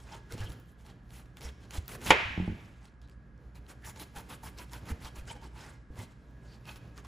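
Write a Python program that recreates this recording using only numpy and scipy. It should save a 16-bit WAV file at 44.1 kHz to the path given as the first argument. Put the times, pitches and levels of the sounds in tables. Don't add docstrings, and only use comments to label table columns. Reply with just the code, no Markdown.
import sys
import numpy as np
from scipy import signal
from scipy.fft import rfft, irfft, next_fast_len
from scipy.io import wavfile
from scipy.ndimage import uniform_filter1d

SR = 44100
rng = np.random.default_rng(int(sys.argv[2]) if len(sys.argv) > 2 else 0)


def bounce(signal):
    frames = np.transpose(np.atleast_2d(signal))
    limited = np.clip(frames, -1, 1)
    pcm = np.round(limited * 32767).astype(np.int16)
    wavfile.write(sys.argv[1], SR, pcm)


def nominal_scale(level):
    x = np.asarray(level, float) / 20
    return 10 ** x


N = 311777
T = np.arange(N) / SR
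BINS = next_fast_len(N, real=True)
F = np.arange(BINS // 2 + 1) * SR / BINS

# (full effort t/s, length/ms, tearing level/dB, blade contact level/dB)
TURNS = [(0, 110, -64, -9), (.109, 210, -60.5, -31), (.138, 90, -56.5, -45), (.33, 79, -55, -10),
         (.413, 150, -55, -10), (.455, 39, -74, -19), (.51, 89, -61.5, -2), (.6, 150, -80.5, 4),
         (.7, 104, -77, 1), (.81, 75, -67.5, -8), (.865, 60, -65.5, -5), (.9, 68, -64, -19),
         (1.162, 154, -61, -4), (2.33, 160, -74, -9), (2.46, 284, -69, -29), (2.617, 320, -71, -10),
         (2.8, 320, -73.5, -21), (2.85, 89, -68, -24.5), (3.11, 110, -78, -32), (6.25, 360, -83, -13),
         (5.612, 176, -57, -14.5), (5.692, 190, -63.5, -18), (6.007, 110, -53.5, -9), (6.114, 70, -71, -25),
         (6.463, 130, -69.5, -25), (6.536, 138, -66.5, -14.5), (6.704, 108, -56, -5),
         (6.765, 35, -59.5, -3.5), (6.985, 66, -60, -10), (7.055, 33, -61.5, -14)]
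# (bite t/s, length/ms, tearing level/dB, blade contact level/dB)
PUSHES = [(1.367, 37, -62.5, -8.5), (1.408, 78, -54, -7.5), (1.44, 78, -55, -10.5), (1.6, 78, -67, -16.5),
          (1.706, 60, -58.5, -5), (1.732, 68, -48, -8), (1.879, 35, -53.5, -1.5), (1.905, 76, -53, 0),
          (2.012, 94, -50, -4), (2.06, 77, -39, -5.5), (3.017, 50, -73, -26)]
# (bite t/s, length/ms, tearing level/dB, blade contact level/dB)
SAWING = [(3.548, 55, -63, -7), (3.682, 63.9, -58, -6), (3.846, 88, -54, 0.5), (3.957, 39.7, -58.5, -12),
          (3.992, 64.9, -50.5, -1.5), (4.155, 77.8, -52, -2), (4.292, 86, -52.5, -3),
          (4.431, 89, -55, -0.5), (4.576, 86.6, -55, -3), (4.715, 96.5, -54, -5.5), (4.855, 70, -59, -4),
          (4.885, 50.34, -50, -5), (5.008, 80.5, -57, -4), (5.046, 59.7, -52, -8), (5.152, 80.5, -57, -4),
          (5.27, 94, -53, -21), (5.415, 81.4, -61, -14)]
# (f/Hz, level/dB per Hz)
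TEAR = [(1200, -34), (2000, -1.5), (3000, -2.5), (5100, -6), (7000, -6.5), (8500, 1.5), (11000, -17)]
# (f/Hz, width/Hz, level/dB)
FRUIT = [(330, 490, -4.5), (870, 98, 0), (1116, 700, -5.5), (1530, 350, -5.5), (554, 46, -13.5)]
# (t/s, rise/ms, fall/ms, level/dB, f/Hz)
RASPS = [(0.14, 30, 40, -53, 830), (.405, 30, 30, -52, 2800), (.465, 15, 25, -56, 3150),
         (.312, 15, 12, -54, 1450), (.14, 30, 30, -60, 3100), (5.365, 8, 15, -56, 1500),
         (5.36, 12, 20, -52, 310), (.42, 16, 31, -52.5, 1680), (.525, 18, 23, -57, 1390),
         (3.05, 30, 40, -76, 4000), (3.85, 34, 23, -54.5, 1790), (4.18, 40, 24, -48.5, 856),
         (4.436, 4.5, 12, -46.5, 900), (5.313, 10, 10, -45, 908), (6.53, 66, 50, -66.5, 4600),
         (6.69, 53, 43, -56.5, 2580), (0.325, 10, 43, -48.5, 451), (5.366, 8.2, 17, -52, 804),
         (5.62, 110, 120, -59, 880), (4.75, 39, 31, -50.5, 940), (5.31, 30, 15, -52, 3000),
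         (5.315, 10, 10, -52, 2300), (5.3, 30, 30, -61, 4900), (5.62, 50, 50, -63, 5100),
         (5.61, 30, 40, -63, 3900), (5.565, 15, 15, -58, 900), (5.64, 40, 30, -62, 1800),
         (5.44, 30, 30, -60, 890), (5.36, 11, 20, -55, 480), (3.025, 5.4, 20, -68, 3600),
         (3.12, 15, 20, -74, 5000), (6.71, 40, 40, -62, 4200), (5.06, 25, 30, -54, 1200),
         (4.6, 25, 35, -56, 1000), (4.9, 20, 25, -55, 1300), (1.44, 40, 50, -54, 480),
         (4.32, 25, 25, -55, 900), (3.88, 35, 35, -58, 7000), (3.88, 30, 35, -58.5, 5600),
         (1.45, 40, 40, -56.5, 5500), (4.455, 15, 14, -56, 5200), (4.02, 25, 20, -57, 4000),
         (6.981, 2.2, 8.4, -54.5, 1165), (7.049, 2.3, 8.7, -55.5, 1100)]
# (t/s, peak level/dB)
SNAPS = [(0.323, -30), (0.456, -45), (1.1062, -51), (1.2574, -55), (1.3703, -36), (1.409, -37),
         (1.7534, -35.5), (1.7713, -38.5), (1.8237, -50.5), (2.0198, -44.5), (2.0628, -21), (2.8555, -48),
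         (3.0172, -61), (3.961, -41.5), (3.9977, -34), (4.4337, -43), (4.719, -43), (4.7335, -33.5),
         (5.0474, -37), (5.3003, -56.5), (5.365, -55), (5.9907, -35.5), (6.759, -37.5), (7.005, -57),
         (6.12, -59.5), (6.978, -37.5), (7.0484, -42)]
# (t/s, peak level/dB, treble level against it/dB)
TICKS = [(0.3798, -40.5, -9.5), (0.406, -36.5, -9.5), (0.496, -41, -12), (.5025, -38.5, -6),
         (0.52, -38, -10), (0.5994, -51, 7.5), (0.6593, -58, 0.5), (0.8643, -54, -6), (1.7082, -31.5, -8),
         (1.7254, -45, -1.5), (3.0975, -58, -30.5), (1.8585, -46.5, -6.5), (1.8803, -33, 11),
         (1.8926, -35, -10.5), (1.9188, -41.5, -2), (1.9516, -37.5, -4.5), (3.8223, -54, -2.5),
         (4.1567, -48, -11), (4.1848, -38.5, -9.5), (4.893, -40.5, -8.5), (5.255, -53, -6),
         (3.975, -47, -5.5), (6.6688, -47, -12), (6.3095, -61, 2.5), (6.8787, -55, -4)]
# (t/s, peak level/dB, f/Hz)
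PINGS = [(0.8094, -56, 2050), (0.8644, -48, 2120), (0.9004, -52, 2790), (1.0334, -66, 2240),
         (1.0574, -65, 2040), (1.0924, -59, 2220), (1.1064, -47, 2970), (1.2604, -58, 2030),
         (1.2824, -63, 2000), (1.3824, -46, 2260), (1.4172, -40, 2190), (1.4674, -42, 2260),
         (2.0074, -45, 2710), (2.0153, -47, 2210), (2.0153, -39, 2040), (2.8294, -58, 2000),
         (2.8534, -49, 3260), (2.8974, -61, 2510), (2.9404, -65, 2430), (3.0165, -52, 3720),
         (3.0214, -59, 3200), (3.0284, -59, 3873), (3.0764, -58, 3220), (3.0854, -55, 3350),
         (3.0969, -47, 2957), (3.1144, -59, 2750), (3.3784, -63, 2220), (3.5553, -51, 5050),
         (3.6656, -52, 3140), (3.6915, -47, 2440), (3.8487, -43, 2510), (3.9619, -47, 3320),
         (4.0024, -38, 3620), (4.1624, -42, 2990), (4.2956, -45, 2060), (4.3031, -41, 2110),
         (4.578, -41, 2240), (4.5864, -38, 4650), (4.6962, -50, 3470), (4.8564, -46, 2170),
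         (5.003, -49, 2100), (5.0549, -38, 2480), (5.1587, -43, 2550), (5.2779, -40, 3010),
         (5.3124, -38, 2430), (5.3544, -51, 2030), (5.3644, -53, 2060), (5.4161, -48, 3140),
         (5.6644, -44, 2520), (5.9569, -52, 2240), (6.6114, -60, 2190), (6.6553, -45, 2636)]
# (t/s, level/dB)
KNOCK = [
    (2.1050, -1.5),
    (2.1067, -2),
    (2.1081, -2.5),
    (2.1120, -4),
    (2.1176, -3.5),
]
# (f/Hz, level/dB, time to fall 60 dB/s)
BOARD = [(161, -18, 0.025), (297, -7, 0.028), (500, -6.5, 0.035), (666, -10, 0.023), (800, -10, 0.026),
         (950, -8, .035), (1140, -8.5, 0.05), (1410, -11, .05), (1856, -8.5, 0.045), (2205, -12.5, .07),
         (2340, -20, .15), (2420, -10.5, 0.07), (2970, -5.5, 0.028), (3220, -12, .045)]
# (f/Hz, level/dB)
BOARD_FAR = [(100, -18.5), (300, -2.5), (880, 0.5), (1500, 5), (2400, 8.5), (3500, -0.5), (4600, -10),
             (7000, -17.5), (10500, -26), (15000, -33)]
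# (t/s, level/dB, contact time/ms)
DROPS = [
    (2.224, -41, 6.2),
    (2.376, -30, 1.35),
    (2.399, -29.5, 1.65),
    (2.42, -34, 2.9),
    (2.477, -30, 1.53),
    (2.495, -30, 2.8),
    (2.518, -36, 3.2),
    (2.536, -42, 3.2),
]
# (f/Hz, level/dB, time to fall 60 dB/s)
SLICE = [(86, 1.5, 0.054), (183, -0.5, 0.1), (318, -4.5, 0.058), (445, -21, .04), (630, -14.5, 0.048),
         (840, -6, 0.043)]
# (t/s, peak level/dB, f/Hz, time to fall
# 60 dB/s)
SHOVES = [(0.33, -38, 109, 0.18), (0.43, -32, 64, 0.048), (0.4, -32.5, 105, 0.27), (0.49, -39, 72, 0.079),
          (0.4, -41.5, 168, .06), (4.165, -43.5, 62, .08), (5.9, -40.5, 76, 0.075), (5.04, -42, 69, .1),
          (1.447, -40, 68, 0.37), (1.778, -27.5, 83, 0.086), (4.913, -28, 86, 0.11),
          (5.179, -43, 70.4, 0.24), (5.214, -39, 62, 0.13), (5.901, -45.5, 268, 0.039),
          (5.903, -55, 510, 0.031), (2.48, -47, 273, 0.065), (5.985, -41, 110, 0.25),
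          (0.35, -37.5, 325, 0.018), (2.106, -34.5, 69, 0.15), (2.1055, -11, 878, 0.037),
          (1.8, -52.5, 199, 0.13), (2.253, -35, 105, 0.11), (2.30, -42, 70, .2), (5.45, -45, 310, 0.023),
          (2.3, -50, 270, 0.18), (4.902, -37, 255, 0.039), (0.37, -53, 460, 0.055)]
# (t/s, rumble level/dB)
LEAN = [(0, -64.5), (.44, -47.5), (.77, -59), (1.3, -59.5), (1.5, -55.5), (1.7, -52), (2.09, -45),
        (2.58, -52), (2.9, -64.5), (3.5, -56.5), (4.0, -54.5), (4.8, -52), (5.2, -51), (5.62, -54),
        (5.85, -63), (6.0, -43.5), (6.1, -59.5), (7.07, -53.5)]
# (f/Hz, time to fall 60 dB/s, level/dB, likeness of left and right 0-1)
WALLS = [(162, 0.19, -3, .85), (414, 0.32, 4, 0.75), (960, 0.75, -4.5, 0.55), (1810, 0.88, 1, 0.6),
         (2350, .8, -1, .8), (3220, .8, -2.5, .85), (5476, 0.87, 4, 0.5), (11000, .45, -6, 0.91)]
# (f/Hz, level/dB per Hz)
KITCHEN = [(18, -52), (30, -21), (48, 0), (70, -2), (91, -17), (123, -5), (311, -17.5), (413, -25),
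           (458, -25.5), (871, -31), (1660, -29.5), (2840, -47), (11000, -78)]
# (f/Hz, level/dB, pitch spread as a share of f)
HUM = [(59.7, -56, 0.0042), (120.4, -60, 0.0059), (185.7, -71.5, 0.0068), (1655, -73.5, 0.004)]


def level(x, db):
    return x * nominal_scale(db) / np.sqrt(np.mean(x ** 2))


def over_hz(table):
    hz, value = np.transpose(table)
    return np.interp(np.log(F + 1), np.log(hz), value)


def shape(x, gain):
    return irfft(rfft(x, BINS) * gain, BINS)[..., :N]


def peak(hz, width):
    return 1 / (1 + 1j * (F - hz * hz / (F + 1)) / width)


def walk(rate):
    k = int(SR / rate)
    held = np.repeat(rng.standard_normal(N // k + 1), k)
    return 1.5 * uniform_filter1d(uniform_filter1d(held, k), k)[:N]


def ring(push, modes):
    out = 0
    for k, (hz, db, t60) in enumerate(modes):
        pole = np.exp(2j * np.pi * hz / SR - np.log(1000) / (t60 * SR))
        tone = signal.lfilter([1], [1, -pole], push + 1e-18).imag
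        out = out + (-1) ** k * nominal_scale(db) * tone
    return out


def blows(rows):
    force = np.zeros(N)
    for s, db, ms in rows:
        bump = np.hanning(max(int(ms * SR / 1000), 1) + 2)
        force[int(s * SR):][:len(bump)] += nominal_scale(db) * bump / bump.sum()
    return force


def grit(spread_db, flicker_db):
    uneven = np.minimum(rng.exponential(size=N), 7.5)
    sizes = nominal_scale(spread_db * uneven + flicker_db * walk(120))
    return level(sizes * rng.standard_normal(N), 0)


def swell(t, s, rise_ms, fall_ms, bite=2.8):
    away = np.minimum(abs(t - s) * 1000 / np.where(t < s, rise_ms, fall_ms), 4)
    return -20 * away ** np.where(t < s, bite, 1.5 + 0.5 * bite)


def around(s):
    return slice(max(int((s - .3) * SR), 0), int((s + .3) * SR))


def add_strokes(power, rows, rising, after, body_db, bite):
    drag_db, drag_stretch = -17, 2.1
    for s, ms, db, blade_db in rows:
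        span = around(s)
        rise_ms, fall_ms = rising * ms, (1 - rising) * ms
        full = s + after * rise_ms / 1000
        stroke_db = swell(T[span], full, rise_ms, fall_ms, bite)
        drag = drag_db + swell(T[span], full, drag_stretch * rise_ms, drag_stretch * fall_ms)
        effort_db = db + np.maximum(stroke_db, drag)
        parts_db = np.array([[0], [body_db - 0.091 * blade_db], [blade_db]])
        power[:, span] += nominal_scale(effort_db + parts_db) ** 2


def strokes():
    power = np.full((3, N), 1e-12)
    add_strokes(power, TURNS, rising=.48, after=0, body_db=0.99, bite=2.3)
    add_strokes(power, PUSHES, rising=0.55, after=0.83, body_db=0.8, bite=5)
    add_strokes(power, SAWING, rising=.38, after=0.77, body_db=1.72, bite=3.4)
    return np.sqrt(power)


def saw_fruit(tear_gain, body_gain, hiss_gain):
    tear = 0
    for hz in 1600 * 1.27 ** np.arange(8):
        colour = nominal_scale(over_hz(TEAR)) * peak(hz, .17 * hz)
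        tear = tear + nominal_scale(2.8 * walk(45)) * shape(grit(3.2, 2.5), colour)
    body = 0
    for hz, width, db in FRUIT:
        body = body + nominal_scale(db + 2.5 * walk(30)) * shape(grit(3., 3.), peak(hz, width))
    hiss = shape(grit(2., 2.), peak(11200, 6000) ** 2)
    return tear_gain * level(tear, 0.52) + body_gain * level(body, 0) + hiss_gain * level(hiss, 1.)


def rasps():
    rub = grit(2., 2.5)
    out = np.zeros(N)
    for s, rise_ms, fall_ms, db, hz in RASPS:
        span = around(s)
        tone = signal.lfilter(*signal.iirpeak(hz, 15., fs=SR), rub[span])
        out[span] += nominal_scale(db + swell(T[span], s, rise_ms, fall_ms)) * level(tone, 0)
    return out


def snaps():
    low, high = np.zeros(N), np.zeros(N)
    t = np.arange(400) / SR
    snap_treble_db = -16.5
    rows = [(s, db, snap_treble_db) for s, db in SNAPS] + TICKS
    for s, db, top_db in rows:
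        crack = rng.standard_normal(len(t)) * np.exp(-t / 0.0011)
        span = slice(int(s * SR), int(s * SR) + len(t))
        low[span] += nominal_scale(db - 2.0) * crack
        high[span] += nominal_scale(db + top_db + 5.0) * crack
    return shape(low, peak(3100, 7000) + 0.75 * peak(970, 500)) + shape(high, peak(17000, 6000) ** 2)


def pings():
    tone, crack = np.zeros(N), np.zeros(N)
    t = np.arange(600) / SR
    cycles = 9
    for s, db, hz in PINGS:
        span = slice(int(s * SR), int(s * SR) + len(t))
        fade = np.exp(-np.log(1000) * t * hz / cycles)
        tone[span] += nominal_scale(db - 3) * fade * np.sin(2 * np.pi * hz * t)
        crack[span] += nominal_scale(db + 1.5) * np.exp(-t / .0008) * rng.standard_normal(len(t))
    return tone + shape(crack, peak(3600, 6500) ** 2)


def burst(after, tau, hz, width):
    return (after > 0) * np.exp(-after / tau) * shape(rng.standard_normal(N), peak(hz, width) ** 2)


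def knock():
    start = KNOCK[0][0]
    after = np.clip(T - start, 0, None)
    force = blows([(s, db, .12) for s, db in KNOCK])
    modes = nominal_scale(-11.0) * ring(force, BOARD)
    wood = nominal_scale(-4) * burst(after, 0.013, 2200, 1800)
    splinter = nominal_scale(-9.5) * np.roll(burst(after, 0.0019, 7000, 2200), int(0.0013 * SR))
    edge = nominal_scale(-24) * burst(after, .002, 10800, 2500)
    radiated = shape(blows([(start, 14, .02)]), nominal_scale(over_hz(BOARD_FAR)))
    return modes + wood + splinter + edge, radiated


def counter(work):
    out = np.zeros(N)
    for k, (hz, db, t60) in enumerate(SLICE):
        late = [(s + 0.5 / hz - .002, drop_db, ms) for s, drop_db, ms in DROPS]
        out -= (-1) ** k * ring(blows(late), [(hz, db + 4.5, t60)])
    for s, db, hz, t60 in SHOVES:
        span = slice(int(s * SR), int(s * SR) + SR // 2)
        push = blows([(s, db + 8.5, 900 / hz)])[span]
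        out[span] -= ring(push, [(hz, 0, t60)])
    lean = nominal_scale(np.interp(T, *np.transpose(LEAN)) + 3.0 * walk(10))
    rumble = level(shape(rng.standard_normal(N), peak(94, 58) + 0.2 * peak(80, 30)), -4.5)
    board = level(shape(grit(2.7, 2.3), peak(190, 310) ** 2), -3.5)
    rumble_gain = np.hypot(lean, nominal_scale(1.5) * work)
    board_gain = np.hypot(nominal_scale(-9.5) * lean, nominal_scale(-5) * work)
    return out + rumble_gain * rumble + board_gain * board


def walls(x):
    late = np.clip(T - .008, 0, None)
    scatter = shape(rng.standard_normal(N), peak(2100, 2200) ** 2 + .25 * peak(6000, 9000))
    mid, side = 0, nominal_scale(-24) * np.exp(-T / 0.004) * scatter
    for hz, t60, db, like in WALLS:
        noise = rng.standard_normal((2, N)) * (late > 0) * nominal_scale(-60 * late / t60)
        tails = nominal_scale(db - 5.5) * shape(noise, peak(hz, 1.3 * hz) ** 2) / np.sqrt(hz)
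        mid = mid + np.sqrt(like) * tails[0]
        side = side + np.sqrt(1 - like) * shape(tails[1], peak(1500, 4000) ** 2)
    echo = np.array([mid + side, mid - side])[:, :SR]
    return signal.fftconvolve(x[None], echo)[:, :N]


def kitchen():
    colour = nominal_scale(over_hz(KITCHEN))
    side_share = 0.18 * peak(200, 2500) ** 2 + 0.81 * peak(1400, 1500) ** 4
    mid, side = shape(rng.standard_normal((2, N)), np.array([colour, colour * side_share]))
    air = (mid + side * np.array([[1], [-1]])) * nominal_scale(-55.5) / np.std(mid)
    hum = 0
    for hz, db, spread in HUM:
        loudness = nominal_scale(db + 1.5 + 2.4 * walk(6.6))
        turns = np.cumsum(hz * (1 + spread * walk(3.4))) / SR
        hum = hum + loudness * np.sin(2 * np.pi * turns)
    return air + hum


def gate(x, db, slope):
    power = uniform_filter1d(np.mean(np.atleast_2d(x) ** 2, axis=0), size=700)
    strength = np.sqrt(abs(power) + 1e-14)
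    return np.minimum(strength / nominal_scale(db), 1) ** slope


def scene():
    blade, radiated = knock()
    effort = strokes()
    fruit = saw_fruit(*effort) + rasps() + snaps() + pings() + counter(effort[1])
    return fruit + blade + walls(nominal_scale(-7) * fruit + radiated) + kitchen()


def low_pass(x):
    return signal.sosfilt(signal.butter(12, 16460, fs=SR, output="sos"), x)


def record(dry):
    turn = np.pi * np.clip(F - 6850, 0, None) / 3480
    lead = (np.cos(turn) + .72j * np.sin(turn)) * (F < 15750)
    lean_db = 1.5 / 2 / (1 + (F / 2300) ** 6)
    left, right = shape(dry, np.array([lead.conj() * nominal_scale(-lean_db), lead * nominal_scale(lean_db)]))
    side = (left - right) / 2
    gap = shape(side, (F > 3650) & (F < 7100))
    side = side - gap * (1 - gate(gap, -52, 2))
    ports = (left + right) / 2 + side * np.array([[1], [-1]])
    top = shape(ports, F > 11800)
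    ports = ports - top * (1 - gate(top, -92, 1.2))
    return low_pass(ports)


dry = scene()
out = record(dry)
bounce(out)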